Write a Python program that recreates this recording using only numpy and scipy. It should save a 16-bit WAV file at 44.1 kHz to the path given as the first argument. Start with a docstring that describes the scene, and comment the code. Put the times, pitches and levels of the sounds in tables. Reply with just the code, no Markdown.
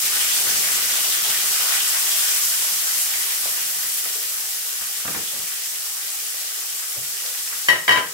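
"""Sizzling pan on a gas hob

Close at the hob in a small tiled kitchen: tomato slices sizzle in hot oil (coloured bubble pings and noise)
while the pan is swirled beside a roaring burner (fluttering noise), whose flame flares briefly.
The sizzle settles as the oil cools, then noise bursts set the pan down on the iron grate.
Last, a china plate clatters onto another (decaying sines), and the recorder's gain control turns all down."""
import sys
import numpy as np
from scipy import signal
from scipy.fft import rfft, irfft, next_fast_len
from scipy.io import wavfile
from scipy.ndimage import uniform_filter1d

SR = 44100
rng = np.random.default_rng(int(sys.argv[2]) if len(sys.argv) > 2 else 0)


def bounce(signal):
    """Save signal as a 16-bit WAV file at the path given by the first command-line argument."""
    frames = np.transpose(np.atleast_2d(signal))
    limited = np.clip(frames, -1, 1)
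    pcm = np.round(limited * 32767).astype(np.int16)
    wavfile.write(sys.argv[1], SR, pcm)


N = 358908
T = np.arange(N) / SR


def amp(db):
    """Decibels to gain."""
    return 10 ** (np.asarray(db) / 20)


def unit(x):
    """Scales to an rms of one."""
    return x / np.sqrt(np.mean(x ** 2) + 1e-20)


def read(points, hz):
    """Reads a curve at any frequency, straight between its points on a log frequency axis."""
    f, value = np.transpose(points)
    return np.interp(np.log(hz + 1), np.log(f), value)


def add(mix, s, sound):
    """Mixes a stereo sound in at s seconds."""
    part = mix[:, round(s * SR):][:, :sound.shape[1]]
    part += sound[:, :part.shape[1]]


def colour(pair, spectrum):
    """Gives two unrelated signals a spectrum; the two microphones share the bass but not the treble."""
    # likeness of the two microphones: f/Hz, correlation
    likeness = [(100, 1), (300, 0.7), (650, 0.64), (1400, 0), (3000, 0)]
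    # balance of the two microphones: f/Hz, left minus right/dB
    balance = [(110, -1.5), (400, -0.56), (750, 0.96), (1300, 2.1), (2400, 0.22), (8000, 0.65)]
    size = next_fast_len(pair.shape[1])
    hz = np.fft.rfftfreq(size, 1 / SR)
    a, b = rfft(pair, size)
    same = np.clip(read(likeness, hz), -1, 1)
    lean = amp(read(balance, hz) / 2)
    left = a * lean
    right = (same * a + np.sqrt(1 - same ** 2) * b) / lean
    shaped = np.array([left, right]) * amp(read(spectrum, hz))
    return unit(irfft(shaped, size)[:, :pair.shape[1]])


def drift(low_hz, high_hz):
    """Random wandering, rms one: a sum of sines with random phases."""
    t = T[::128]
    rates = np.geomspace(low_hz, high_hz, num=40)[:, None]
    waves = np.sin(2 * np.pi * (rates * t + rng.random(rates.shape))) / rates ** 0.08
    return np.interp(T, t, unit(waves.sum(0)))


def burst(spectrum, t60):
    """A blow into a body with many close, well-damped resonances: decaying coloured noise."""
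    t = T[:SR // 2]
    return colour(rng.standard_normal((2, len(t))), spectrum) * amp(-60 * t / t60)


def kitchen(x, wet_db):
    """Adds the ring of a small tiled room, the treble dying first."""
    # ring of the room: f/Hz, t60/s
    ring_times = [(100, 0.3), (500, 0.43), (2000, 0.3), (6000, 0.22), (14000, 0.11)]
    hz, t, z = signal.stft(rng.standard_normal((2, SR // 2)), SR, nperseg=256)
    decay = amp(-60 * t / read(ring_times, hz)[:, None])
    tail = signal.istft(z * decay, SR, nperseg=256)[1]
    build_up = (1 - np.exp(-T[:tail.shape[1]] / 0.0041)) ** 2
    tail = colour(tail * build_up, [(1, 0)])
    wet = signal.fftconvolve(x, tail / np.linalg.norm(tail[0]), axes=1)[:, :N]
    return x + amp(wet_db) * wet


def hum(width_hz, level_db):
    """A faint, blurred hum stands in the room: noise narrowed to a few soft peaks."""
    # peaks of the hum: f/Hz, relative level/dB
    peaks = [(72, -74), (157, -75.5), (330, -72), (413, -64), (468, -65.5), (538, -70)]
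    hz = np.fft.rfftfreq(N, 1 / SR)
    shape = sum(amp(db) / (1 + ((hz - f) / width_hz) ** 2) for f, db in peaks)
    noise = rfft(rng.standard_normal((2, N)))
    return amp(level_db) * colour(irfft(noise * shape, N), [(1, 0)])


def cooled(cooling, lag_s=0):
    """Level in dB as the oil cools: an S-shaped slide from hot to cool."""
    hot_db, cool_db, halfway_s, fall_s = cooling
    return cool_db + (hot_db - cool_db) / (1 + np.exp((T - lag_s - halfway_s) / fall_s))


def burner():
    """The gas flame roars and flutters; each flare of oil mist builds quickly and dies away."""
    # spectrum of the roar: f/Hz, relative level per Hz/dB
    roar = [(20, -26), (45, -22), (75, -6.5), (120, -5), (170, 0.5), (220, -4.5), (400, -0.5), (600, -2.5),
            (1500, -22), (5000, -50)]
    # the roar sinks as less oil mist reaches it: hot level/dB, cooled level/dB, halfway t/s, time scale/s
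    roar_cooling = (-56, -66, 3.5, 0.3)
    # oil mist catches fire over the burner: start t/s, level/dB, rise/s, t60 of the dying roar/s
    flares = [(0, -55, 0.037, 1.2), (.3, -45, .2, 2.5), (1.2, -56, 0.088, 1.1), (3.4, -61, 0.37, 3)]
    level = amp(cooled(roar_cooling))
    for s, db, rise_s, t60 in flares:
        rise = np.clip((T - s) / rise_s, 0, 1)
        fall_db = -60 * np.maximum(T - s - rise_s, 0) / t60
        level = level + rise * amp(db + fall_db)
    flutter_db = 1.3 * drift(low_hz=3, high_hz=18)
    return colour(rng.standard_normal((2, N)), roar) * level * amp(flutter_db)


def china(modes, hard_hz, scatter_db, detune=0.0043):
    """One strike on a plate: each contact favours and bends other modes; a soft one spares the high ones."""
    t = T[:SR // 2]
    hz, mode_db, t60 = np.transpose(modes)[:, :, None]
    hz = hz * (1 + detune * rng.standard_normal(hz.shape))
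    scattered_db = mode_db + scatter_db * rng.standard_normal((2, len(hz), 1))
    weight = amp(scattered_db) / np.hypot(1, (hz / hard_hz) ** 2)
    phase = rng.random((2, len(hz), 1))
    return (weight * amp(-60 * t / t60) * np.sin(2 * np.pi * (hz * t + phase))).sum(1)


def plates(scatter_db, thud_t60, left_db, tick_db):
    """A plate rattles to rest on another: each contact ticks, rings the china and thumps the counter."""
    # contacts: t/s, upper plate level/dB, lower plate level/dB, thud level/dB, hardness f/Hz
    clatter = [(7.685, -6.5, -15, -18, 7500), (7.698, -11, -30, -13.5, 6000), (7.729, -14, -34, -18, 5000),
               (7.755, -16, -25, -22.5, 3000), (7.879, -17, -8.5, -11, 4500), (7.891, -6, -15, -13.5, 4020),
               (7.908, -17.5, -15, -11.5, 6000), (7.920, -10.5, -11.5, -21, 12000),
               (7.931, -22, -25, -23, 5000), (7.959, -26, -11, -15, 3030), (7.972, -22, -21, -13, 4000),
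               (7.988, -35, -31, -23, 2500)]
    # modes of the carried plate: f/Hz, level/dB, t60/s
    upper_plate = [(1862, -5.5, 0.13), (1930, 1, 0.16), (2944, -4.5, 0.083), (3000, -11, 0.17),
                   (3860, -21, 0.15), (4470, -16, 0.15), (5540, -16.5, 0.22), (6390, -24, .16),
                   (7030, -18, .24), (9780, -11, 0.19), (13700, -17, .12)]
    # modes of the plate it meets: f/Hz, level/dB, t60/s
    lower_plate = [(1012, -6, 0.13), (1115, -15, 0.085), (1210, -11.5, 0.1), (1590, -4.5, 0.073),
                   (1674, -4.5, 0.085), (1780, -7, .1), (2032, -2, 0.11), (2260, -4.5, 0.13),
                   (3130, -3.5, 0.11), (3850, -9, .1), (4730, -9.5, 0.094), (6940, -19, 0.092)]
    # spectrum of the counter's thump: f/Hz, relative level per Hz/dB
    counter_thud = [(25, -36), (70, -21), (110, -15), (158, 1), (215, -12), (450, -2), (750, -3.5),
                    (1000, -2), (1350, -0.5), (1750, 1), (2500, -3), (3150, -1), (3700, -13), (14000, -20)]
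    out = np.zeros((2, N))
    for s, upper_db, lower_db, thud_db, hard_hz in clatter:
        ring = amp(upper_db) * china(upper_plate, hard_hz, scatter_db)
        ring += amp(lower_db) * china(lower_plate, hard_hz, scatter_db)
        tick_spectrum = [(hard_hz / 4, -30), (hard_hz, 0), (hard_hz * 2, -8)]
        tick = amp(max(upper_db, lower_db) + tick_db) * burst(tick_spectrum, t60=.08)
        thud = amp(thud_db) * burst(counter_thud, thud_t60)
        blow = ring * amp([[left_db], [-left_db]]) + tick + thud
        add(out, s, blow * (1 - np.exp(-T[:SR // 2] / 0.00065)))  # softened onset
    return kitchen(out, wet_db=-4.0)


def knocks():
    """The pan lands and rocks on the grate; small bumps and spits are humps of noise that die away."""
    # pan on the grate: t/s, thud level/dB, scrape level/dB
    landings = [(4.811, -50, -33), (5.051, -34, -32), (5.078, -34, -27.5), (5.103, -38, -48),
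                (5.147, -36, -28), (5.163, -32, -38), (5.333, -41, -50), (5.36, -41, -48),
                (5.395, -43, -40)]
    # spectrum of the grate's thud: f/Hz, relative level per Hz/dB
    grate_thud = [(25, -36), (65, -9), (110, -13), (170, 5), (240, -7), (370, -8), (650, -5.5), (950, -10),
                  (1600, -22), (2500, -26), (12000, -55)]
    # spectrum of the scrape on the grate: f/Hz, relative level per Hz/dB
    grate_scrape = [(200, -28), (1000, -13), (1250, -4), (1600, -5), (2000, -8), (2400, -10), (5000, -22),
                    (12000, -50)]
    # soft bumps of handling and steps: t/s, level/dB, centre f/Hz, width/octaves, t60/s
    bumps = [(3.457, -35.5, 600, 0.82, 0.11), (4.06, -41, 600, 0.55, 0.09), (4.155, -40.5, 480, 0.43, 0.13),
             (6.96, -42.5, 554, 0.83, 0.21), (6.975, -45, 146, 0.34, 0.21), (7.25, -41.5, 570, .25, 0.15),
             (7.525, -33.5, 1500, 0.63, 0.13)]
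    # larger spits of oil: t/s, level/dB, centre f/Hz, width/octaves, t60/s
    spits = [(.31, -26.5, 2330, .7, .04), (1.722, -23, 1980, 0.79, 0.035), (1.803, -21.5, 3120, .15, 0.092),
             (3.138, -28.5, 2100, 0.22, 0.14), (6.341, -30.5, 2500, 1.9, .04), (6.424, -43, 2500, 1.5, .04),
             (6.797, -39, 2500, 1.2, .04), (7.26, -27, 4500, 0.94, 0.081), (7.476, -30, 2200, 0.83, 0.052)]
    out = np.zeros((2, N))
    for s, thud_db, scrape_db in landings:
        thud = amp(thud_db) * burst(grate_thud, t60=0.16)
        scrape = amp(scrape_db) * burst(grate_scrape, t60=0.1)
        add(out, s, thud + scrape)
    hz = np.geomspace(30, 16000, num=80)
    for s, db, centre_hz, octaves, t60 in bumps + spits:
        hump_db = -20 * np.log10(1 + (np.log2(hz / centre_hz) / octaves) ** 2)
        dull_db = -20 * np.log10(1 + (hz / centre_hz / 3) ** 2)
        add(out, s, amp(db) * burst(np.c_[hz, hump_db + dull_db], t60))
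    return kitchen(out, wet_db=-6.5)


def bubbles(per_s, low_hz, high_hz, cycles, spread_db, count=24):
    """Steam bubbles burst at random: many faint, a few strong, each a ping of a few cycles."""
    out = np.zeros((2, N))
    for hz in np.geomspace(low_hz, high_hz, count):
        when, size, side = rng.random((4000, 3))[:int(per_s * T[-1] / count)].T
        height = amp(spread_db * np.minimum(-np.log(1 - size), 4))
        at = (when * (N - 30)).astype(int)
        clicks = np.zeros((2, N))
        clicks[0, at] = height
        clicks[1, at + (side * 24).astype(int)] = height  # up to half a millisecond later at the right
        turns = hz * T[:300]
        ping = np.sin(2 * np.pi * turns) * np.exp(-turns / cycles)
        out += hz * signal.oaconvolve(clicks, ping[None], axes=1)[:, :N]
    # each burst bounces between the pan's wall and the tiles for a few milliseconds
    bounces = rng.standard_normal((2, 400)) * np.exp(-T[:400] / .002)
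    flat = irfft(np.exp(1j * np.angle(rfft(bounces))))  # smears time, leaves the spectrum level
    return unit(signal.oaconvolve(out, flat, axes=1)[:, :N])


def swells():
    """What the swells add to the fizz and to the bubbling, in dB: one smooth hump each."""
    # mostly as the pan tilts and hot oil runs under the slices:
    # crest t/s, length/s, fizz level/dB, bubbling level/dB
    humps_table = [(.5, 0.74, 1.2, 1), (1.333, 0.37, 0.2, 0.8), (1.75, 0.78, 1.1, 2.2),
                   (2.346, 1, 2.7, 1.5), (3.0, 0.26, 1.5, -0.2), (3.953, 0.47, 0.9, -0.1),
                   (7.4, .6, 1, -0.1)]
    crest_s, length_s, fizz_db, bubbling_db = np.transpose(humps_table)
    place = (T - crest_s[:, None]) / length_s[:, None]
    humps = np.cos(np.pi * np.clip(place, -.5, .5)) ** 2
    return fizz_db @ humps, bubbling_db @ humps


def sizzle():
    """Countless tiny bursts merge into fizz; larger ones bubble and crackle under the wet slices."""
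    # spectrum of the fizz: f/Hz, relative level per Hz/dB
    fizz_spectrum = [(40, -70), (500, -40), (1500, -24), (3200, -11.5), (4100, -9.5), (5300, -1.5),
                     (6700, -2), (7800, 0.6), (9400, -1.5), (11000, -2), (12400, -0.9), (14200, -3),
                     (15700, -3)]
    # spectrum of the bubbling: f/Hz, relative level per Hz/dB
    bubbling_spectrum = [(40, -55), (150, -30), (330, -19), (600, -14.5), (800, -12), (1000, -11.5),
                         (1250, -6), (1850, -1.5), (2250, -2.5), (3000, 0.5), (3600, -1.5), (5300, -2.5),
                         (6500, -9), (12000, -40)]
    # off the flame the fizz sinks: hot level/dB, cooled level/dB, halfway t/s, time scale/s
    fizz_cooling = (-19.5, -26, 3.5, .5)
    # the coarse bubbling sinks too: hot level/dB, cooled level/dB, halfway t/s, time scale/s
    bubbling_cooling = (-27, -36, 3.5, 0.66)
    surge = drift(low_hz=5, high_hz=35.4)  # steam escapes in uneven gushes
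    fine = bubbles(per_s=2500, low_hz=3020, high_hz=14900, cycles=1.3, spread_db=4.5)
    fine = unit(kitchen(fine, wet_db=2.5))
    coarse = bubbles(per_s=800, low_hz=590, high_hz=5910, cycles=1.47, spread_db=4.0)
    coarse = unit(kitchen(coarse, wet_db=2.0))
    # the smallest bursts are too many to tell apart and blend into a wash
    fizz = colour(fine + amp(4) * rng.standard_normal((2, N)), fizz_spectrum)
    bubbling = colour(coarse + amp(3.5) * rng.standard_normal((2, N)), bubbling_spectrum)
    # the finest spray, the top of the fizz, holds out longer
    treble = signal.butter(N=3, Wn=9500, btype="high", fs=SR, output="sos")
    spray = signal.sosfiltfilt(treble, fizz)
    spray_db = cooled(fizz_cooling, lag_s=0.7) - 0.05
    fizz = (fizz - spray) * amp(cooled(fizz_cooling)) + spray * amp(spray_db)
    fizz_swell_db, bubbling_swell_db = swells()
    fizz *= amp(fizz_swell_db + 0.28 * surge)
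    bubbling *= amp(cooled(bubbling_cooling) + bubbling_swell_db + 0.44 * surge)
    return fizz + bubbling


def hollow(x):
    """Fixed resonances of the pan and the tiled corner around it favour a few pitches."""
    # resonances: f/Hz, width/Hz, level/dB
    resonances = [(412, 21, 5), (490, 40, -0.5), (608, 15, 5.5), (677, 29, 4), (790, 37, 6),
                  (1156, 58, 5.5), (1690, 24, -3)]
    hz = np.fft.rfftfreq(N, 1 / SR)
    gain_db = sum(db / (1 + (2 * (hz - f) / width) ** 2) for f, width, db in resonances)
    return irfft(rfft(x) * amp(gain_db), N)


def scene():
    """Everything that sounds around the hob."""
    hob = hollow(sizzle() + burner())
    room = hum(width_hz=9.3, level_db=-61.0)
    china_clatter = plates(scatter_db=2.0, thud_t60=0.098, left_db=1.3, tick_db=-16)
    return hob + room + knocks() + china_clatter


def gain_control(x, threshold_db, most_db, attack_s, recover_db_per_s):
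    """Loud sound turns the gain down within some hundredths of a second; it creeps back slowly."""
    power = uniform_filter1d((x ** 2).mean(0), size=256)
    power_db = 10 * np.log10(abs(power) + 1e-12)
    over_db = np.clip(power_db - threshold_db, 0, most_db)
    recovery_db = recover_db_per_s * T
    held_db = np.maximum.accumulate(over_db + recovery_db) - recovery_db
    r = np.exp(-1 / (attack_s * SR))
    return x * amp(-signal.lfilter([1 - r], [1, -r], held_db))


def record(dry):
    """The microphone's bass roll-off, gain control, the ceiling of full scale, then the band limit."""
    roll_off = signal.butter(N=3, Wn=52, btype="high", fs=SR, output="sos")
    heard = signal.sosfilt(roll_off, dry)
    ducked = gain_control(heard, threshold_db=-17.0, most_db=5.5, attack_s=0.022, recover_db_per_s=7)
    band_limit = signal.firwin(511, 15800, window=("kaiser", 9), fs=SR)  # low-pass, Hz
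    return signal.oaconvolve(np.clip(ducked, -1, 1), band_limit[None], "same")


dry = scene()
out = record(dry)
bounce(out)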